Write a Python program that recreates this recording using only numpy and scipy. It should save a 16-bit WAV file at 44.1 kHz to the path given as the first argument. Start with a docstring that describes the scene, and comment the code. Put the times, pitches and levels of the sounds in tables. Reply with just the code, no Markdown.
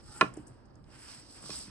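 """Outdoors by a block wall, a drawknife is pulled along a peeled log. The blade slides in as grainy hiss with
faint notes, then knocks on the wood: decaying sine modes. The log settles on its trestle in lower knocks while
shavings tick as short noise bursts; then sleeves and gloves rustle, again as grainy hiss, and a glove brushes
the log with faint knocks. Throughout, a low hum of far traffic and air lies under it as coloured noise, and
two microphone ports colour everything."""
import sys
import numpy as np
from scipy import signal
from scipy.fft import rfft, irfft
from scipy.io import wavfile

SR = 44100
rng = np.random.default_rng(int(sys.argv[2]) if len(sys.argv) > 2 else 0)


def put_to_file(sound):
    """Save the sound as 16-bit audio at rate SR, in the file named by the first command-line argument."""
    columns = np.atleast_2d(sound).T  # one column per channel
    safe = np.clip(columns, -1, 1)
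    whole_steps = np.round(safe * 32767)
    wavfile.write(sys.argv[1], SR, whole_steps.astype(np.int16))


N = 74970
HZ = np.maximum(np.arange(N // 2 + 1) * SR / N, 1)  # the pitch of every spectrum bin


def amp(db):
    """Decibels to gain."""
    return 10 ** (np.asarray(db) / 20)


def unit(x):
    """Scale to rms one."""
    return x / np.sqrt(np.mean(x ** 2) + 1e-20)


def in_time(rows):
    """Columns of a time table, one value per sample."""
    seconds, *columns = np.transpose(rows)
    return [np.interp(np.arange(N) / SR, seconds, column) for column in columns]


def in_hz(rows, hz=HZ):
    """Columns of a frequency table, read on a log frequency axis."""
    table_hz, *columns = np.transpose(rows)
    return [np.interp(np.log(hz), np.log(table_hz), column) for column in columns]


def bell(hz, centre_hz, octaves):
    """Weight that falls off either side of a centre pitch."""
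    return np.exp(-.5 * (np.log2(hz / centre_hz) / octaves) ** 2)


def drift(rate_hz):
    """Random wander of spread one: noise through two equal low-pass poles."""
    pole = np.exp(-2 * np.pi * rate_hz / SR)
    wander = signal.lfilter([1], [1, -2 * pole, pole * pole], rng.standard_normal(N + SR))
    return unit(wander[SR:])  # the first second lets the filter settle


def spread(one, other, db, alike):
    """Colour two unrelated signals and mix them into a left and a right of given likeness."""
    alike = np.clip(alike, 0, 1)
    middle = np.sqrt(1 + alike) * rfft(one) * amp(db)
    side = np.sqrt(1 - alike) * rfft(other) * amp(db)
    return irfft([middle + side, middle - side], N)


# Knocks on the log. Each row: start in seconds, level in dB, centre of the struck modes in Hz, width in octaves.
KNOCKS = [(0.2108, -12.5, 2080, 1.6), (0.2138, -16, 1170, 1), (0.2166, -17, 1014, 0.89),
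          (0.2247, -20.5, 420, 0.97), (0.2341, -42, 900, 1.2), (0.2417, -31, 491, 1.5),
          (0.26, -30, 124.3, .6), (0.283, -40.5, 126.8, .8), (.315, -45, 120, .6),
          (0.3719, -28.5, 312, 0.32), (.372, -37, 560, .35), (.395, -35, 300, 0.23),
          (0.391, -37.5, 125, 0.47), (.505, -41.5, 132.5, 0.5), (1.427, -50.5, 510, 1.4),
          (1.438, -46, 195, 1.8), (1.457, -49, 1260, 0.35), (1.4934, -35.5, 500, 0.7),
          (1.5033, -43, 1140, 5), (1.678, -41, 161, .9)]
# Modes of the log on its trestle. Each row: pitch in Hz, level in dB, time to fall 60 dB in seconds.
LOG_MODES = [(122.5, -9, 0.24), (193.27, -1, .06), (310.3, -6, 0.091), (430, -3.5, 0.047),
             (617, -7.5, 0.033), (799, -7.5, 0.028), (1085, 1.4, .026), (1165, -2, .035), (1387, 0, 0.025),
             (1755, -6.5, 0.029), (2006, -10, .03), (2477, -3, 0.05), (2985, 0.5, 0.011),
             (4015, -9.5, 0.022), (6015, -13, .014)]
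MODE_SPREAD_DB = 1  # chance in each mode's level, knock by knock
RISE_CYCLES = 0.21  # time constant, in cycles of the mode, for the contact to set it going


def knocks():
    """Each knock sets ringing the modes of the log near its centre pitch."""
    out = np.zeros(N)
    t = np.arange(SR // 2) / SR
    for start, db, centre_hz, octaves in KNOCKS:
        ring = np.zeros(len(t))
        for k, (hz, mode_db, t60) in enumerate(LOG_MODES):
            struck = (-1) ** k * bell(hz, centre_hz, octaves)  # neighbouring modes start in opposite directions
            decay = amp(mode_db + MODE_SPREAD_DB * rng.standard_normal() - 60 * t / t60)
            rise = 1 - np.exp(-t * hz / RISE_CYCLES)
            ring += struck * decay * rise * np.sin(2 * np.pi * hz * t)
        i = int(start * SR)
        out[i:i + len(t)] += amp(db) * ring[:N - i]
    return out


# Short cracks of fibres and dry shavings.
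# Each row: start in seconds, level in dB, length in seconds (the peak comes halfway), centre in Hz.
CRACKLES = [(.0388, -63, .004, 6000), (0.173, -48.5, 0.01, 8500), (0.201, -57.5, 0.0074, 8500),
            (.2102, -31, 0.0023, 3600), (.2103, -36, .004, 5600), (.2103, -38, .0025, 8200),
            (.2103, -44, 0.0053, 14000), (.256, -79, .004, 8000), (0.283, -67.5, .004, 8100),
            (0.3378, -49.5, 0.0043, 8300), (0.368, -52.5, 0.0052, 8000), (0.377, -71.5, .012, 6100),
            (0.466, -54.5, 0.011, 8500), (0.479, -57.5, 0.0035, 8000), (0.653, -71, 0.0082, 7010),
            (.7407, -79, 0.0033, 5000), (.7547, -62, .002, 6500), (.8415, -62.5, 0.001924, 4200),
            (1.4925, -47, 0.0022, 3800), (1.5022, -38.5, 0.0034, 4720)]
CRACKLE_OCTAVES = .38


def crackles():
    """Fibres snap: short noise bursts with quick rounded envelopes, each with its own pitch."""
    t, out = np.arange(N) / SR, 0
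    grit = rfft(spread(*rng.standard_normal((2, N)), 0, in_hz(PORTS)[3]))
    for start, db, length, centre_hz in CRACKLES:
        u = np.maximum(t - start, 0) / length
        envelope = 2 * np.e * u * np.exp(-2 * u)
        burst = unit(irfft(grit * bell(HZ, centre_hz, CRACKLE_OCTAVES), N))
        out = out + amp(db) * envelope * burst
    return out


GRAINS_PER_S, GRAIN_SPREAD_DB = 8000, 2.5


def grains():
    """Dense tiny slips of uneven size and random direction."""
    sizes = amp(GRAIN_SPREAD_DB * np.minimum(rng.exponential(1, N), 5))
    signs = rng.choice([-1, 1], N)
    slips = rng.random(N) < GRAINS_PER_S / SR
    return unit(sizes * signs * slips)


def rubbed(spectrum, gain):
    """Many slips heard as grainy noise of a given colour under a level curve."""
    return gain * unit(spread(grains(), grains(), in_hz(spectrum)[0], in_hz(PORTS)[3]))


# Rubbing of blade, cloth and gloves.
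# Each row: time in seconds, level of the fine hiss in dB, of the coarse hiss in dB, of the body in dB.
RUB_LEVELS = [(0, -74, -63.5, -68), (.025, -66.5, -73, -71.5), (.118, -52, -57.5, -62.5),
              (.188, -49, -63.5, -58.5), (.25, -73, -61.5, -52), (.326, -93, -84.5, -58.5),
              (.4, -63, -86, -64.5), (.45, -75, -84, -73.5), (.55, -76.5, -81.5, -73),
              (.71, -91, -82, -78.5), (.832, -81, -102, -81), (.9, -70, -71, -66.5),
              (0.952, -61.5, -66.5, -60), (1.008, -57, -65, -63.5), (1.112, -50.5, -55, -55.5),
              (1.2, -54, -56.5, -59), (1.24, -63, -64.5, -66.5), (1.33, -53.5, -58.5, -70.5),
              (1.361, -56.5, -59, -59.5), (1.414, -54.5, -60, -60), (1.434, -50.5, -55.5, -62),
              (1.482, -46, -51, -57.5), (1.52, -44.5, -48, -55.5), (1.58, -43.5, -52, -59),
              (1.632, -49.5, -51, -63), (1.684, -58, -61.5, -59), (1.7, -63, -59, -59)]
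# Colours of the fine hiss, the coarse hiss and the body. Each row: pitch in Hz, relative level in dB per Hz.
FINE = [(5000, -32), (6500, -9.5), (8000, 4.6), (10000, -1.5), (12000, 1.5), (15000, -12.5)]
COARSE = [(2200, -23.5), (3200, -8.5), (4200, -4), (5200, -2.4), (6200, -5), (7500, -27.5)]
BODY = [(200, -20), (500, -22), (900, -1.5), (1400, -1.5), (2200, -4), (3000, -3.5), (4000, -16.5)]
# Level of the sliding blade's notes. Each row: time in seconds, level in dB.
BLADE_LEVEL = [(.04, -82), (.09, -58), (.15, -60.5), (.205, -55), (.212, -100)]
# What the sliding blade excites. Each row: pitch in Hz, half width in Hz, relative level in dB.
BLADE_NOTES = [(355, 40, -4), (850, 50, -4), (1240, 40, -5), (1385, 20, -1.5), (1520, 40, -8.5),
               (1800, 50, -9.5)]
RUB_FLICKER_DB = 1.1


def rubbing():
    """Two hisses and the body of the rubbing, flickering partly together, with the blade's faint notes."""
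    together, layers = drift(6.3), 0
    for colour, db in zip((FINE, COARSE, BODY), in_time(RUB_LEVELS)):
        flicker_db = RUB_FLICKER_DB * (1.1 * together + drift(35))
        layers = layers + rubbed(colour, amp(db + flicker_db))
    resonance = sum(amp(db) / (1 + ((HZ - hz) / width_hz) ** 2) for hz, width_hz, db in BLADE_NOTES)
    notes = unit(irfft(rfft(grains()) * resonance, N))
    return layers + amp(in_time(BLADE_LEVEL)[0]) * notes


# Dying away of the returns. Each row: pitch in Hz, time to fall 60 dB in seconds.
WALL_T60 = [(100, .15), (500, .25), (1500, 0.15), (4000, 0.14), (10000, 0.24)]
WALL_DB = -14


def yard(x):
    """Scattered returns from wall and ground: octave bands of dying noise, unrelated left and right."""
    t, tail = np.arange(SR // 2) / SR, 0
    for hz in 125 * 2. ** np.arange(7):
        octave = signal.butter(2, [hz / 1.41, hz * 1.41], "band", fs=SR, output="sos")
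        band = signal.sosfilt(octave, rng.standard_normal((2, len(t))))
        decay = amp(-60 * t / in_hz(WALL_T60, hz)[0])
        tail = tail + band * decay * (t > .004)  # nothing returns in the first 4 ms
    tail = tail / np.sqrt(np.mean(np.sum(tail ** 2, axis=1)))
    return amp(WALL_DB) * signal.fftconvolve(x, tail, axes=1)[:, :N]


# Colours of the hum and of the rumble under it. Each row: pitch in Hz, relative level in dB per Hz.
HUM = [(200, -38.5), (260, -7), (310, -7), (433, -14.5), (587, -15), (800, -17), (1110, -20.5), (1700, -26),
       (2410, -47.5), (5000, -37.5), (6600, -69.5), (11000, -53), (15000, -47.5)]
RUMBLE = [(12, -42), (20, -18), (38, -6.5), (108, -4.5), (146, -5.5), (166, -16), (182, -10.5), (241, -9.5),
          (260, -12.5), (340, -47.5), (570, -120)]
# Their levels. Each row: time in seconds, level in dB.
HUM_LEVEL = [(0.0, -61.5), (0.142, -61), (0.306, -57.5), (0.374, -54.5), (0.562, -60.5), (0.71, -61.5),
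             (1.23, -62.5), (1.438, -58.5), (1.618, -58), (1.7, -63)]
RUMBLE_LEVEL = [(0.0, -56.5), (0.232, -55), (0.364, -55), (0.582, -58.5), (0.89, -56.5), (1.22, -60),
                (1.556, -56.5), (1.7, -54.5)]
HUM_FLICKER_DB, RUMBLE_FLICKER_DB = 1, 1.5


def background(colour, level, flicker_db):
    """Wide coloured noise whose level follows a curve and flickers."""
    noise = spread(*rng.standard_normal((2, N)), in_hz(colour)[0], in_hz(PORTS)[4])
    return amp(in_time(level)[0] + flicker_db * drift(24)) * unit(noise)


def hum():
    """Far traffic and air: a wide, dull hum over a lumpy rumble."""
    dull = background(HUM, HUM_LEVEL, HUM_FLICKER_DB)
    lumpy = background(RUMBLE, RUMBLE_LEVEL, RUMBLE_FLICKER_DB)
    return dull + lumpy


def scene():
    """All sources as they reach the two ports; only knocks and crackles get returns from the yard."""
    wood = knocks() + crackles()
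    return wood + yard(wood) + rubbing() + hum()


# The two microphone ports; the sources above take their likeness of left and right from here.
# Each row: pitch in Hz, shared colour in dB, right over left in dB, lag of right in radians,
# likeness of near sounds from 0 to 1, likeness of far sounds from 0 to 1.
PORTS = [(20, 0, 2, 0, .75, .7), (300, 0, 3, .2, .8, .6), (700, 0, 1, .4, .1, .1), (1300, 0, 2, .3, .7, .1),
         (2500, 0, 5, 1.5, .65, .2), (3600, -2, 2, 1.6, .6, .3), (4400, -1, 8, 2.1, .5, .4),
         (5050, 3, 11, 2.1, .6, .6), (5500, 0.1, 9, 2, .6, .5), (6000, -2, 3, 1.6, .6, .5),
         (6800, -5, -4, 1.6, .65, .5), (8200, 4, -2.5, 2.1, .95, .93), (9300, -4, -.5, 2.6, .85, .8),
         (10300, -3, 0, np.pi, 1, 1), (11200, -13, 0, np.pi, 1, 1), (12600, -24, 0, np.pi, 1, 1),
         (13600, -19, 0, 3.6, .8, .7), (14600, -15, 0, 4.5, .6, .7), (15600, -17, 0, 5.5, .5, .6)]
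CUTOFF_HZ = 16300  # from here up everything is at least 70 dB down


def record(dry):
    """Each port has its own colour and lag; the top is cut."""
    colour_db, tilt_db, lag, *_ = in_hz(PORTS)
    left = amp(colour_db - tilt_db / 2) * np.exp(.5j * lag)
    right = amp(colour_db + tilt_db / 2) * np.exp(-.5j * lag)
    ported = irfft(rfft(dry) * [left, right], N)
    return signal.sosfilt(signal.cheby2(14, 70, CUTOFF_HZ, fs=SR, output="sos"), ported)


dry = scene()
out = record(dry)
put_to_file(out)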